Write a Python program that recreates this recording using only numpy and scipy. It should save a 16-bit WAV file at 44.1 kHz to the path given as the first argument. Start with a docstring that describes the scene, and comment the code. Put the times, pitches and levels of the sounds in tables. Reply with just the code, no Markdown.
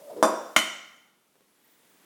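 """A low falling groan, a dull knock, then a bright clack: a glass bowl tipped over on a stone counter.
It groans as it rolls on its foot, knocks as it drops onto its side, then strikes in a quick chatter.
The hand damps the glass, and the quiet, hard-walled room carries the ring.
Faint bumps, a light rub and thin whistles follow as the bowl is turned."""
import sys
import numpy as np
from scipy import signal
from scipy.fft import rfft, irfft
from scipy.io import wavfile
from scipy.ndimage import uniform_filter1d

SR = 44100
rng = np.random.default_rng(int(sys.argv[2]) if len(sys.argv) > 2 else 0)


def wrap_up_sound(samples):
    """Save the sound to the file named by the first command line argument, as 16-bit audio."""
    columns = np.atleast_2d(samples).T
    # keep every value between -1 and 1, then stretch to whole-number steps
    tamed = np.clip(columns, -1, 1)
    steps = np.round(tamed * 32767).astype(np.int16)
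    wavfile.write(sys.argv[1], SR, steps)


N = 90404
TIME = np.arange(N) / SR

# the drop onto the side and its rebound (time [s], strength [dB])
KNOCK_HITS = [(0.2273, 2), (0.2341, -12)]
# the chatter of glass on stone that makes the clack (time [s], strength [dB])
CLACK_HITS = [(0.5633, -0.5), (0.5650, 6), (0.5661, -0.5)]


def amp(db):
    """Decibels to gain."""
    return 10 ** (np.asarray(db) / 20)


def unit(x):
    """Scales to rms 1."""
    return x / np.sqrt(np.mean(x ** 2) + 1e-20)


def spectrum_at(points, hz):
    """Reads a spectrum on a log-frequency axis."""
    freqs, values = np.transpose(points)
    return np.interp(np.log(hz + 1), np.log(freqs), values)


def follow(points, column=1):
    """Reads a time curve at every sample."""
    rows = np.array(points)
    return np.interp(TIME, rows[:, 0], rows[:, column])


def through(x, response):
    """Convolves and cuts to length."""
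    return signal.fftconvolve(x, response)[:N]


def low_cut(x, hz=120):
    """Takes out the deep bass."""
    return signal.sosfilt(signal.butter(3, hz, "highpass", fs=SR, output="sos"), x)


def noise(colour):
    """Steady noise of a given colour, at rms 1."""
    gain = amp(spectrum_at(colour, np.fft.rfftfreq(N, 1 / SR)))
    return unit(irfft(rfft(rng.standard_normal(N)) * gain, N))


def clicks(rows):
    """One impulse for each (time [s], level [dB])."""
    out = np.zeros(N)
    for time, db in rows:
        out[round(time * SR)] += amp(db)
    return out


def contact(colour, resonances=(), size=4096):
    """The minimum-phase pulse of one contact, with its colour and broad resonances."""
    hz = abs(np.fft.fftfreq(size, 1 / SR))
    peaks_db = sum(boost / (1 + ((hz - centre) / width) ** 2) for centre, width, boost in resonances)
    log_gain = np.log(amp(spectrum_at(colour, hz) + peaks_db))
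    spectrum = np.exp(np.conj(signal.hilbert(log_gain)))
    return np.fft.ifft(spectrum).real[:size // 2]


def ring(hz, t60):
    """One dying mode."""
    return np.sin(2 * np.pi * hz * TIME) * np.exp(-np.log(1000) * TIME / t60)


def resonator(hz, db, t60):
    """A mode scaled to a gain of db at its own pitch."""
    return amp(db) * 2 * np.log(1000) / (t60 * SR) * ring(hz, t60)


def diffuse(t60s, levels, rise_s=.0034, size=256):
    """Dense random reflections build up quickly; each band dies at its own speed."""
    hz, time, bands = signal.stft(rng.choice([-1., 1.], N), SR, nperseg=size)
    rate = np.log(1000) / spectrum_at(t60s, hz)[:, None]
    gain = np.sqrt(2 * rate / SR) * amp(spectrum_at(levels, hz))[:, None]
    tail = signal.istft(bands * gain * np.exp(-rate * time), SR, nperseg=size)[1][:N]
    return tail * (1 - np.exp(-TIME / rise_s))


def room(x):
    """Hard walls return early reflections, low resonances and a tail; things on the counter scatter."""
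    # early reflections (delay [s], level [dB])
    echoes = [(.0052, -23.5), (.0098, -12), (.0155, -14.5), (.0177, -26.5), (.0254, -10)]
    # low resonances of room and counter (frequency [Hz], relative gain [dB], t60 [s])
    low_modes = [(205, 8, .62), (250, 5, .55), (321, 9, .5), (430, 5, .4), (524, 7, .45), (587, 6, .45),
                 (646, 6.5, .45), (974, 6, .5), (1041, 7, .5), (1096, 9, .4), (1241, 5, .5)]
    # decay of the tail (frequency [Hz], t60 [s])
    tail_decay = [(150, 0.44), (400, 0.625), (1000, 0.8544), (2500, 0.7), (6000, 0.77), (10000, 0.34),
                  (16000, 0.44)]
    # colour of the tail (frequency [Hz], level [dB])
    tail_colour = [(100, -9), (300, 2.5), (1000, -8), (2500, -1), (6000, -3.5), (14000, 0)]
    standing = sum(resonator(hz, db + 1.5, t60) for hz, db, t60 in low_modes)
    scatter = diffuse(t60s=[(1, .09)], levels=[(1, -1)])  # short, alike in every band
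    tail = diffuse(tail_decay, tail_colour)
    return through(x, clicks(echoes) + standing + low_cut(scatter + tail))


def room_tone():
    """Low room noise and hiss; the low noise sinks slowly from the start, the hiss around the clack, and both
    slowly return."""
    # colour of the low noise (frequency [Hz], relative level [dB])
    murk_colour = [(25, -24.5), (90, -16.5), (190, 1), (350, -1), (700, -5.5), (1500, -9.5), (3500, -13.5),
                   (8000, -30), (17000, -39.5)]
    # its fade (time [s], level [dB])
    murk_fade = [(0, -63), (.9, -67), (1.25, -71.5), (1.55, -70), (1.8, -67.5), (2.05, -64)]
    # colour of the hiss (frequency [Hz], relative level [dB])
    hiss_colour = [(25, -12.5), (1000, -1), (4000, 1), (9000, 4.5), (13000, 3), (17000, -1)]
    # its fade (time [s], level [dB])
    hiss_fade = [(0, -59.5), (.53, -59.5), (.9, -68), (1.15, -73), (1.45, -71), (1.65, -69.5), (2.05, -65)]
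    return noise(murk_colour) * amp(follow(murk_fade)) + noise(hiss_colour) * amp(follow(hiss_fade))


def whistles(waver_depth=.004, blur_depth=.02, flutter_db=4):
    """Very faint high tones that glide upward, waver and fade in and out."""
    # one glide per whistle (time [s], pitch [Hz], level before flutter [dB])
    glides = [
        [(1.44, 8730, -89.5), (1.49, 10400, -77), (1.6, 11740, -76.5), (1.66, 12700, -69), (1.73, 13020, -85)],
        [(1.61, 14000, -81.5), (1.66, 14950, -70), (1.73, 15400, -64), (1.86, 16630, -77), (1.94, 15850, -62.5),
         (2.04, 16300, -84.5)],
    ]
    out = np.zeros(N)
    for glide in glides:
        waver, flutter = unit(uniform_filter1d(uniform_filter1d(rng.standard_normal((2, N)), 600), 300))
        blur = unit(uniform_filter1d(rng.standard_normal(N), 15))  # fast jitter makes the tone breathy
        hz = follow(glide) * (1 + waver_depth * waver + blur_depth * blur)
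        level = amp(follow(glide, 2) + flutter_db * (flutter - .5))
        sounding = (TIME > glide[0][0]) & (TIME < glide[-1][0])
        out += sounding * level * np.sin(2 * np.pi * np.cumsum(hz) / SR)
    return out


def rubbing():
    """The bowl rubs faintly on the counter as it is turned."""
    # colour of the friction (frequency [Hz], relative level [dB])
    colour = [(200, -30.5), (1200, -9), (2000, 1.5), (2600, -11.5), (3300, -2.5), (4500, -13.5),
              (9500, -10.5), (16000, -17)]
    # its swell (time [s], level [dB])
    swell = [(0, -100), (1.45, -89.5), (1.68, -69.5), (2.05, -70)]
    return noise(colour) * amp(follow(swell))


def bumps(wet_db=-2):
    """Small soft contacts as the bowl is turned."""
    # the touches (time [s], strength [dB])
    touches = [(.921, -21), (1.356, -19.5), (1.408, -17.5)]
    # their muffled colour (frequency [Hz], level [dB])
    colour = [(50, -22), (140, -28), (230, -6), (400, -3.5), (800, -15.5), (2000, -18), (8000, -29.5),
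              (16000, -40)]
    direct = through(clicks(touches), contact(colour))
    return direct + amp(wet_db) * room(direct)


def rolling(width_hz=110, evenness=.4, grit_db=-12.5, sing_db=-28.5, wet_db=-5):
    """Roughness under the foot drives a resonance that sinks as the bowl tips; the glass sings faintly."""
    # the roll on the foot (time [s], level [dB], pitch [Hz])
    roll = [(0, -50.5, 570), (.05, -53.5, 590), (.09, -47.5, 564), (.106, -38.5, 648), (.13, -42.5, 480),
            (.154, -48, 460), (.17, -34.5, 435), (.214, -41.5, 430), (.23, -46.5, 430), (.3, -90, 430)]
    # grit under the foot (frequency [Hz], relative level [dB])
    grit_colour = [(60, -44.5), (150, -23.5), (300, 0), (450, -0.5), (1000, 1), (1400, -10.5),
                   (2500, -22.5), (8000, -27), (16000, -36.5)]
    # tones of the rubbed rim (frequency [Hz], relative level [dB])
    rim_tones = [(3575, 0), (4985, -2.5), (5346, -3.5), (7267, -3)]
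    carrier = np.exp(2j * np.pi * np.cumsum(follow(roll, 2)) / SR)
    pole = np.exp(-np.pi * width_hz / SR)
    wander = signal.lfilter([1], np.poly([pole, pole]), rng.standard_normal(N) / carrier)
    groan = unit((carrier * wander / (abs(wander) + 1e-9) ** evenness).real)  # swells partly evened out
    rim = sum(amp(db) * ring(hz, t60=.35) for hz, db in rim_tones)
    singing = unit(through(rng.standard_normal(N), rim))
    texture = groan + amp(grit_db) * noise(grit_colour) + amp(sing_db) * singing
    direct = low_cut(amp(follow(roll)) * texture)
    return direct + amp(wet_db) * room(direct)


def shimmer(x, low_hz=3820, high_hz=15440, count=70):
    """The many weak, short upper modes of the glass, rung by a contact."""
    edges = np.linspace(low_hz, high_hz, count + 1)
    pitches = rng.uniform(edges[:-1], edges[1:])
    signs = rng.choice([-1., 1.], count)
    return through(x, sum(sign * resonator(hz, db=3.5, t60=.1) for hz, sign in zip(pitches, signs)))


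def glass_ring(knock_gain_db=4, clack_gain_db=2, wet_db=-4):
    """Both blows ring the same modes of the bowl, in different shares; the hand cuts the ring short."""
    # bowl modes (frequency [Hz], share in the knock [dB], share in the clack [dB], undamped t60 [s])
    bowl_modes = [(1290, -42, -36, .55), (2168, -56, -31, .55), (3004, -60, -29, .52), (3073, -60, -31, .5),
                  (3555, -38, -42, .52), (4097, -60, -39, .5), (4872, -38, -42, .48), (5561, -35, -39, .38),
                  (5691, -35, -39, .38), (5896, -44, -33, .45), (6245, -42, -46, .36),
                  (6798, -52, -27, .33), (7246, -39, -46, .42), (7283, -40, -48, .38),
                  (8195, -38, -42, .28), (8263, -40, -44, .28), (8315, -45, -36, .3), (8699, -42, -43, .33),
                  (9295, -47, -40, .3), (9886, -37, -49, .27), (10385, -45, -42, .3),
                  (11160, -42, -48, .22), (11240, -42, -48, .2), (12700, -45, -50, .18),
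                  (12870, -43, -46, .22), (14400, -49, -47, .19)]
    grip = .46  # share of its ring time that the held glass keeps
    signs = rng.choice([-1., 1.], (len(bowl_modes), 1))  # each mode starts inward or outward
    modes = signs * np.array([ring(hz, t60 * grip) for hz, _, _, t60 in bowl_modes])
    _, knock_db, clack_db, _ = np.transpose(bowl_modes)
    knock_ring = through(clicks([(KNOCK_HITS[0][0], knock_gain_db)]), amp(knock_db) @ modes)
    clack_ring = through(clicks([(CLACK_HITS[0][0], clack_gain_db)]), amp(clack_db) @ modes)
    direct = knock_ring + clack_ring
    return direct + amp(wet_db) * room(direct)


def blows(knock_wet_db=2.5, clack_wet_db=-4.5, shimmer_wet_db=-4):
    """Glass hits stone: a dull knock whose rebound pushes the other way, then a bright, chattering clack."""
    # dull colour of the knock (frequency [Hz], level [dB])
    knock_colour = [(30, -12.5), (130, -5), (210, 14), (330, 21), (390, 15.5), (480, 23), (630, 28),
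                    (820, 23.5), (1090, 25), (1550, 16), (1900, 3), (3000, -5), (4500, -6.5), (7000, -2.5),
                    (10000, -10), (16000, -28.5)]
    # bright colour of the clack (frequency [Hz], level [dB])
    clack_colour = [(30, -12.5), (80, 0), (140, -11), (220, 15), (320, 16), (430, 5.5), (640, 14),
                    (950, 10), (1700, 16), (3600, 6.5), (4900, 1), (6500, 4), (8600, 2), (9800, -2.5),
                    (14500, -10), (17000, -18.5)]
    # peaks and dips of the bowl pressed on the counter (frequency [Hz], half-width [Hz], boost [dB])
    body = [(1423, 160, 15), (1735, 140, -17), (2125, 190, 16.5), (2504, 90, -11.5), (3120, 130, 16),
            (3430, 91, -6.5), (13500, 560, -7)]
    knock = through(clicks(KNOCK_HITS[1:]) - clicks(KNOCK_HITS[:1]), contact(knock_colour))
    clack = through(clicks(CLACK_HITS), contact(clack_colour, body))
    sparkle = shimmer(knock + clack)
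    send = amp(knock_wet_db) * knock + amp(clack_wet_db) * clack + amp(shimmer_wet_db) * sparkle
    return knock + clack + sparkle + room(send)


def scene():
    """The tipping bowl over the room tone, in mono."""
    return (blows() + glass_ring() + rolling() + bumps() + rubbing() + whistles() + room_tone())[None]


def record(dry):
    """The peaks overload softly, then the very top of the treble is cut."""
    ceiling, cutoff_hz = .97, 17900
    squashed = ceiling * np.tanh(dry / ceiling)
    low_pass = signal.firwin(511, cutoff_hz, window=("kaiser", 9), fs=SR)
    return signal.oaconvolve(squashed, low_pass[None], "same")


dry = scene()
out = record(dry)
wrap_up_sound(out)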